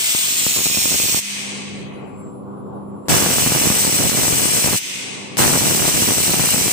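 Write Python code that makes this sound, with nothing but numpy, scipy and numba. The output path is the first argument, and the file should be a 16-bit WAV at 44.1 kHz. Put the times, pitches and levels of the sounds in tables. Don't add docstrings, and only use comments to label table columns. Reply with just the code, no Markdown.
import sys
import numpy as np
from scipy import signal
from scipy.fft import rfft, irfft, next_fast_len
from scipy.io import wavfile
from scipy.ndimage import uniform_filter1d, map_coordinates
from numba import njit

SR = 44100
rng = np.random.default_rng(int(sys.argv[2]) if len(sys.argv) > 2 else 0)


def int16_out(signal):
    q = np.round(np.clip(np.atleast_2d(signal).T, -1, 1) * 32767)
    wavfile.write(sys.argv[1], SR, q.astype(np.int16))


N = 296352

# valve opening and shutting in seconds,
# full jet level in dB, settled rate in eddies per second, relative level of small eddies in dB.
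GAS_BURSTS = [(-0.5, 1.193, 0, 110, -1.5), (3.084, 4.781, -0.6, 330, 0.5), (5.370, 6.9, 0, 320, 0.1)]


def amp(db):
    return 10 ** (np.asarray(db) / 20)


def unit(x):
    return x / np.sqrt(np.mean(x ** 2) + 1e-20)


def along(points, hz, column=1):
    table = np.transpose(points)
    return np.interp(np.log(hz + 1), np.log(table[0] + 1), table[column])


def wobble(per_s):
    knots = rng.standard_normal(int(N * per_s / SR) + 4)
    return map_coordinates(knots, [np.arange(N) * per_s / SR])


def filtered(x, response):
    size = next_fast_len(N + SR // 2)
    return irfft(rfft(x, size) * response(np.fft.rfftfreq(size, 1 / SR)), size)[..., :N]


def drifting(x, patchy_db):
    spectrum = signal.stft(x, nperseg=512)[2]
    field = rng.standard_normal(spectrum.shape[1:])
    field = uniform_filter1d(uniform_filter1d(field, size=4, axis=0), size=30, axis=1)
    return signal.istft(spectrum * amp(patchy_db * unit(field)), nperseg=512)[1][:, :N]


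def swing(settle_s=1.2):
    return 1 - np.exp(-np.arange(N) / SR / settle_s)


def gas_flow():
    open_s, build_db, build_s, shut_db_per_s = 0.025, 8.5, 0.56, 898.5
    surge_db, surge_density, surge_rise_s, surge_decay_s = 7, 2.8, 0.011, .15
    shelter_db, draught_lead_s = 19.5, 0.033
    t = np.arange(N) / SR
    opens, shuts, full_db, rate, eddies_db = np.transpose(GAS_BURSTS)
    burst = np.maximum(np.searchsorted(opens, t) - 1, 0)
    age = np.maximum(t - opens[burst], 0)
    onset_db = 20 * np.log10(np.clip(age / open_s, 1e-6, 1))
    open_db = full_db[burst] + onset_db - build_db * np.exp(-age / build_s)
    flow_db = open_db - shut_db_per_s * np.maximum(t - shuts[burst], 0)
    surge = (1 - np.exp(-(age / surge_rise_s) ** 2)) * np.exp(-age / surge_decay_s)
    draught_db = open_db + eddies_db[burst] + surge_db * surge - shelter_db * (1 - swing())
    draught_db -= shut_db_per_s * np.maximum(t + draught_lead_s - shuts[burst], 0)
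    return flow_db, draught_db, rate[burst] * (1 + surge_density * surge)


def panel_echoes(x, echo_db, count=6):
    swing_m, drift_m_per_s, sound_m_per_s = 0.437, 0.013, 343
    now = np.arange(N)
    path_m = swing_m * swing() + drift_m_per_s * now / SR
    ports = np.array([x, x])
    for port in ports:
        for detour_m, slant in rng.uniform([.7, -.4], [2.6, .4], (count, 2)):
            delay = (detour_m + slant * path_m) / sound_m_per_s * SR
            port += amp(echo_db) / np.sqrt(count) * np.interp(now - delay, now, x)
    return ports


def jet(flow_db, direct_db, flutter_db, patchy_db):
    # frequency in Hz, relative left and right levels in dB.
    facing = [(100, -43.5, -41), (700, -21, -28), (1400, -21.5, -21.5), (1960, -16.5, -17.5),
              (2120, -14, -12.5), (2572, -11.5, -9), (3400, -8, -12), (4180, -12, -11), (4700, -14, -10.5),
              (5150, -15.5, -12.5), (5560, -17.5, -5.5), (6200, -16.1, -11), (6600, -9, -6.5),
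              (7300, -6, -7.5), (7800, -3, -15.5), (8450, 1.7, -17), (9000, -10.5, -13),
              (9550, -19.5, -15.5), (10100, -11, -18), (11250, -21, -15), (12700, -18, -16.5),
              (14300, -16.5, -7), (14800, -26.5, -18), (15350, -22, -3.5)]
    passing = [(100, -45, -34), (700, -23.5, -25.5), (1400, -23, -21), (2020, -14, -17.5),
               (2500, -12.5, -5), (2900, -10.5, -11.0), (3700, -9, -12.5), (4400, -8.5, -6),
               (4970, -11.5, -16), (5450, -15, -1.5), (6100, -15.5, -9.5), (6600, -11.5, -1.5),
               (7100, 0, -3.5), (7650, -1.5, -14), (8600, -3.5, -11.9), (9700, -12.5, -15.5),
               (10500, -13.7, -11.5), (11500, -17, -21.5), (13000, -23, -9), (14300, -20.5, -8),
               (15400, -17.5, -4)]
    turned = [(100, -46.5, -45), (1533, -18, -20.5), (2000, -13, -13), (2500, -9.5, -12),
              (3100, -11.5, -13), (3670, -12, -13), (4600, -11.3, -11.5), (5270, -13.5, -8),
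              (6120, -11.5, -1), (6550, -11.5, -7), (7150, -9, -8), (7680, -8, -3.5), (7900, 3.3, -7.5),
              (8300, 2.8, -9.5), (8530, -3.0, -15.5), (9130, -7, -16), (9660, -7.5, -15.0),
              (10000, -6.5, -10.5), (11340, -13.0, -11.8), (12300, -15.5, -14.5), (13400, -13, -11),
              (14430, -19, -16.5), (14780, -9.5, 0.5), (15350, -12.5, -8)]
    # time in seconds, lag of the left port in seconds.
    positions = [(.2, .00019), (.65, 0.000323), (2.2, .00042)]
    # frequency in Hz, left and right gains in dB.
    gap_modes = [(1990, 4, -6), (2660, -0.5, 2.5), (2910, 9, 8.5), (3300, -2.5, 4), (4200, 2, 10.5),
                 (4650, 3, 0.5), (4960, -3, 0), (5580, 7, 4), (5940, -8, -5), (6500, -0.5, -5.5)]
    gap_width_hz, gap_slide_per_s, gap_tuned_s = 58, .007, 3.3
    hz, t, near = signal.stft(panel_echoes(rng.standard_normal(N), echo_db=-3), SR, nperseg=1024)
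    scattered = signal.stft(drifting(rng.standard_normal((2, N)), patchy_db), SR, nperseg=1024)[2]
    times, lags = np.transpose(positions)
    lag = np.exp(-2j * np.pi * np.outer(hz, np.interp(t, times, lags)))
    shares = np.array([np.interp(t, times, row) for row in np.eye(len(times))])
    views = facing, passing, turned
    colour_db = np.array([np.transpose([along(view, hz, port) for view in views]) @ shares
                          for port in (1, 2)])
    slide = 1 - gap_slide_per_s * (t - gap_tuned_s)
    for gap_hz, *ports_db in gap_modes:
        peak = np.exp(-((hz[:, None] - gap_hz * slide) / gap_width_hz) ** 2) * shares[-1]
        colour_db += np.multiply.outer(ports_db, peak)
    colour = amp(colour_db)
    colour /= np.sqrt(np.mean(colour ** 2, axis=(0, 1)))
    direct = amp(direct_db) * near * [lag, np.ones_like(lag)]
    hiss = unit(signal.istft((direct + scattered) * colour, SR, nperseg=1024)[1][:, :N])
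    return hiss * amp(flow_db + flutter_db * wobble(32) + 0.4 * wobble(160))


def port_pop(pushes, low_hz, body_hz, edge_hz):
    def response(hz):
        s = 1j * hz / low_hz
        high_pass = s * s / (s * s + np.sqrt(2) * s + 1)
        low_pass = 1 / (1 + 1j * hz / body_hz) / (1 + 1j * hz / edge_hz)
        return high_pass * low_pass * SR / (2 * np.pi * body_hz)
    return filtered(pushes, response)


def buffets(draught_db, rate, eddy_db, puff_db, scatter_db, clump_db, broad_share, broad_db):
    # time in seconds, relative level in dB, left minus right in dB.
    strong_eddies = [(0.149, -12.5, 23), (0.466, -8, 22), (0.563, -15, -15), (0.572, -15, 18),
                     (0.585, -16, 18), (0.592, -14, -20), (0.606, -16, -12), (0.617, -19, 11),
                     (0.658, -13, 18), (0.667, -10, 20), (0.7, -17, -20), (0.746, -17.5, -20),
                     (0.772, -10.5, -25), (0.856, -9, -22), (0.879, -24, 0), (0.891, -21, -13),
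                     (0.917, -12, -20), (0.927, -13, 11), (0.943, -11, 21), (0.949, -14, -17),
                     (0.971, -24, 16), (1.001, -11.5, -17), (1.018, -19, -17), (1.087, -15.5, -15),
                     (1.097, -22, -11), (1.128, -26, -14), (1.146, -6, -25), (1.166, -20, -19),
                     (1.174, -15, -9), (1.191, -17, 16), (3.202, -15.5, 0), (3.225, -12, 2), (3.262, -9, 5),
                     (3.268, -13, 10), (3.289, -14, 20), (3.306, -14, 7), (3.314, -18, -7),
                     (3.332, -17, -15), (3.384, -11, 11), (3.463, -11, 0), (3.473, -11, -10),
                     (3.521, -9, -3), (3.561, -10, -13), (3.628, -16, -15), (3.657, -9, -6),
                     (3.702, -6, 11), (3.723, -7.5, -16), (3.85, -6, -18), (3.877, -7.5, -21),
                     (4.011, -8.5, 12), (4.054, -11, 11), (4.118, -10.5, 7), (4.174, -8, -18),
                     (4.234, -11, -5), (4.281, -5.5, 10), (4.408, -15, 15), (4.456, -6, 20),
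                     (4.574, -14, 22), (4.644, -6, 17), (4.661, -5, 18), (4.674, -7, -14), (4.682, -9, -8),
                     (4.689, -11, 8), (4.728, -9, -8), (4.733, -6, -15), (4.746, -10, -3), (5.48, -14, -14),
                     (5.495, -12, -4), (5.503, -16, 12), (5.531, -11, -14), (5.541, -14, -1),
                     (5.554, -14, -3), (5.561, -12, -1), (5.575, -11, 7), (5.62, -15, -18), (5.669, -13, 2),
                     (5.684, -12, 15), (5.713, -16, 5), (5.748, -10, -12), (5.853, -9, 12), (5.88, -8, 18),
                     (5.889, -10, -18), (6.022, -9.5, 22), (6.089, -6, -22), (6.108, -7, -12),
                     (6.183, -9, 13), (6.203, -10, -16), (6.28, -9, 18), (6.296, -10, -10), (6.342, -3, 8),
                     (6.396, -5.5, 6), (6.438, -7, 18), (6.545, -6, 18), (6.681, -8, 4.5)]
    snap_db, flank_db, flank_delay_s = 2.5, -4, (0.00072, .003)
    chance = np.maximum(rate, 1) / SR
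    sizes = unit(amp(scatter_db * np.clip(rng.standard_normal((2, N)), -2, 1)))
    sizes *= rng.choice([-1, 1], (2, N))
    clumps = amp(clump_db * np.array([wobble(35), wobble(35)]))
    strikes = rng.random((2, N)) < chance
    pushes = strikes * sizes / np.sqrt(chance) * clumps * amp(draught_db + eddy_db)
    broad = rng.random((2, N)) < broad_share
    cracks, thuds = pushes * ~broad, pushes * broad * amp(broad_db)
    for start_s, db, pan_db in strong_eddies:
        ports = amp([pan_db, -pan_db]) ** .5
        push = rng.choice([-1, 1]) * amp(db + puff_db) * ports / np.linalg.norm(ports)
        cracks[:, round(start_s * SR)] += push * amp(snap_db)
        thuds[:, round(start_s * SR)] += push * amp(broad_db)
        flank_s = start_s + rng.uniform(*flank_delay_s)
        cracks[:, round(flank_s * SR)] -= push * amp(flank_db)
    return (port_pop(cracks, low_hz=135, body_hz=564, edge_hz=5600)
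            + port_pop(thuds, low_hz=112, body_hz=150, edge_hz=495))


def crackle(draught_db, rate, level_db, per_eddy, scatter_db):
    delay_s, rise_s, decay_s, front_strength = 0.029, 0.019, 0.037, 7.1
    ages = [np.maximum(np.arange(N) / SR - open_s - delay_s, 0) for open_s, *_ in GAS_BURSTS]
    front = sum((1 - np.exp(-age / rise_s)) * np.exp(-age / decay_s) for age in ages)
    signs = rng.choice([-1, 1], (2, N))
    sizes = amp(scatter_db * np.clip(rng.standard_normal((2, N)), -2, 2))
    strikes = rng.random((2, N)) < per_eddy * rate / SR
    pops = port_pop(strikes * signs * sizes, low_hz=396, body_hz=1300, edge_hz=4800)
    return unit(pops) * amp(level_db + draught_db + front_strength * front)


def tone(hz, db, waver_db, waver_per_s, drift_cycles):
    cycles = hz * np.arange(N) / SR + drift_cycles * wobble(5.45)
    phase = 2 * np.pi * cycles + np.array([[0], [rng.uniform(1, 1.04)]])
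    return np.sqrt(2) * amp(db + waver_db * wobble(waver_per_s)) * np.sin(phase)


def machine(fan_db, motor_hz, switching_hz):
    # frequency in Hz, relative spectral density in dB.
    fan_spectrum = [(25, -23), (55, -20), (85, -15.5), (140, -3), (230, -6), (420, -8), (650, -14),
                    (1080, -14), (1350, -24.5), (1750, -34), (4000, -40), (5500, -49), (8500, -47),
                    (14000, -70)]
    # frequency in Hz, level in dB.
    hum_tones = [(100, -50), (131.5, -47), (260, -46.5), (301.5, -48), (382, -49), (399, -49.5),
                 (500.6, -50.5), (1136, -55)]
    whine_tones = [(9995, -61), (12680, -74), (15210, -69)]
    # time in seconds, motor hum in dB, switching whine in dB.
    drive_levels = [(0, -46, -65), (1.2, -31, -66), (1.7, -35, -68), (2.2, -42.5, -55), (2.45, -37.5, -62),
                    (2.75, -39.5, -65), (2.921, -35.5, -60.5), (3.1, -45.5, -61), (6.72, -40, -68)]
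    air = drifting(rng.standard_normal((2, N)), patchy_db=1.8)
    rush = unit(filtered(air, lambda hz: amp(along(fan_spectrum, hz))))
    rush *= amp(fan_db + .6 * wobble(13))
    hum = sum(tone(hz, db, waver_db=0.5, waver_per_s=9.6, drift_cycles=0.054) for hz, db in hum_tones)
    whine = sum(tone(hz, db, waver_db=2.6, waver_per_s=39, drift_cycles=.1) for hz, db in whine_tones)
    times, *levels = np.transpose(drive_levels)
    motor_db, switching_db = (np.interp(np.arange(N) / SR, times, db) for db in levels)
    motor = tone(motor_hz, motor_db, waver_db=-1.3, waver_per_s=8, drift_cycles=0.027)
    switching = tone(switching_hz, switching_db, waver_db=2.1, waver_per_s=15, drift_cycles=.1)
    return rush + hum + whine + motor + switching


def hall(x, gap_s, ring_width_hz=41):
    # frequency in Hz, t60 in seconds (floored below).
    decay_times = [(300, -0.5), (1500, 2.0), (2800, 1.64), (5000, 1.21), (8000, 1.14), (11000, 0.96),
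                   (15000, 0.72)]
    # frequency in Hz, gain in dB.
    hall_spectrum = [(200, -35), (1350, -21.5), (1750, -17), (2100, -8), (2600, -8), (3100, -7.5),
                     (4000, -12), (5000, -10.5), (6300, -7.5), (7200, -11.5), (8200, -6), (9000, -10.5),
                     (10000, -17.5), (11500, -22), (15000, -19.5)]
    # frequency in Hz, added gain in dB, t60 in seconds.
    metal_modes = [(1940, -1.5, 2.3), (2300, -0.5, 2), (2512, 4.5, 1.97), (3208, -1, 1.56), (3960, 3, 1.92),
                   (4200, 0.5, 1.9), (4670, -3.5, 2), (6240, 0.5, 1.4)]
    hz, t, noise = signal.stft(rng.standard_normal((2, 2 * SR)), SR, nperseg=1024)
    t60 = np.maximum(along(decay_times, hz), .05)
    colour_db = along(hall_spectrum, hz)
    for ring_hz, db, ring_t60 in metal_modes:
        peak = np.exp(-((hz - ring_hz) / ring_width_hz) ** 2)
        t60 += peak * (ring_t60 - t60)
        colour_db += peak * db
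    decay = amp(-60 * t / t60[:, None]) * (t > gap_s)
    decay /= np.sqrt(np.mean(decay ** 2, axis=1, keepdims=True) * 2 * SR)
    tail = signal.istft(noise * decay * amp(colour_db)[:, None], SR, nperseg=1024)[1]
    return signal.fftconvolve(x[None], tail, axes=1)[:, :N]


def diffuse(x):
    # frequency in Hz, left minus right in dB.
    port_balance = [(1800, 0.5), (2900, 4.5), (4100, -1), (5500, -4), (6600, -10), (7400, 1), (8200, 13),
                    (8900, 9), (10000, 7), (11300, -0.5), (15000, -5)]

    def response(hz):
        gains = amp(np.outer([.5, -.5], along(port_balance, hz)))
        return gains / np.sqrt(np.mean(gains ** 2, axis=0))
    return filtered(x, response)


def valve(click_db, click_t60, push_db):
    t = np.arange(SR // 20) / SR
    envelope = amp(click_db - 60 * t / click_t60)
    clicks, pushes = np.zeros((2, N)), np.zeros((2, N))
    for open_s, *_ in GAS_BURSTS:
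        if open_s > 0:
            start = round(open_s * SR)
            clicks[:, start:start + len(t)] += envelope * rng.standard_normal((2, len(t)))
            pushes[:, start] = amp(push_db)
    clicks = filtered(clicks, lambda hz: 1 / (1 + (hz / 9000) ** 4))
    return clicks + port_pop(pushes, low_hz=90, body_hz=200, edge_hz=520)


@njit
def follow(wanted, attack, release):
    out = np.empty_like(wanted)
    held = wanted[:2000].mean()
    for i in range(len(wanted)):
        held += (wanted[i] - held) / (attack if wanted[i] > held else release)
        out[i] = held
    return out


def gain_control(x, target_db, ceiling_db, attack_s, release_s):
    power = uniform_filter1d(np.mean(x ** 2, axis=0), size=700)
    level_db = 10 * np.log10(np.abs(power) + 1e-12)
    slow_db = follow(np.maximum(level_db - target_db, 0), attack_s * SR, release_s * SR)
    fast_db = uniform_filter1d(level_db - ceiling_db, size=300)
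    return x * amp(-np.maximum(slow_db, fast_db))


def suppress(x, threshold_db, depth_db, knee_db):
    spectrum = signal.stft(x, SR, nperseg=512, scaling="psd")[2]
    power = uniform_filter1d(uniform_filter1d(np.abs(spectrum) ** 2, size=5, axis=1), size=9, axis=2)
    quiet = np.clip((threshold_db - 10 * np.log10(np.abs(power) + 1e-20)) / knee_db, 0, 1)
    return signal.istft(spectrum * amp(-depth_db * quiet), SR, nperseg=512, scaling="psd")[1][:, :N]


def scene():
    flow_db, draught_db, rate = gas_flow()
    hiss = jet(flow_db, direct_db=1, flutter_db=0.84, patchy_db=2.1)
    reverberation = hall(amp(flow_db) * rng.standard_normal(N), gap_s=.015)
    pops = buffets(draught_db, rate, eddy_db=-19.5, puff_db=14.0, scatter_db=7.5, clump_db=2.24,
                   broad_share=.48, broad_db=4.0)
    crackles = crackle(draught_db, rate, level_db=-16.5, per_eddy=.7, scatter_db=7.0)
    clicks = valve(click_db=-9.0, click_t60=0.017, push_db=-10.5)
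    hum = machine(fan_db=-35, motor_hz=200.7, switching_hz=7600)
    return hiss + pops + crackles + clicks + diffuse(reverberation + hum)


def record(dry):
    peak_limit, low_cut_hz, top_hz = .9, 27, 15500
    x = gain_control(dry, target_db=-14.5, ceiling_db=-11, attack_s=0.049, release_s=0.15)
    x = suppress(x, threshold_db=-84.5, depth_db=10.5, knee_db=5.0)
    x = x / (1 + np.abs(x / peak_limit) ** 6) ** (1 / 6)
    return filtered(x, lambda hz: (hz / np.hypot(hz, low_cut_hz)) ** 3
                    / np.sqrt(1 + (hz / top_hz) ** 600))


dry = scene()
out = record(dry)
int16_out(out)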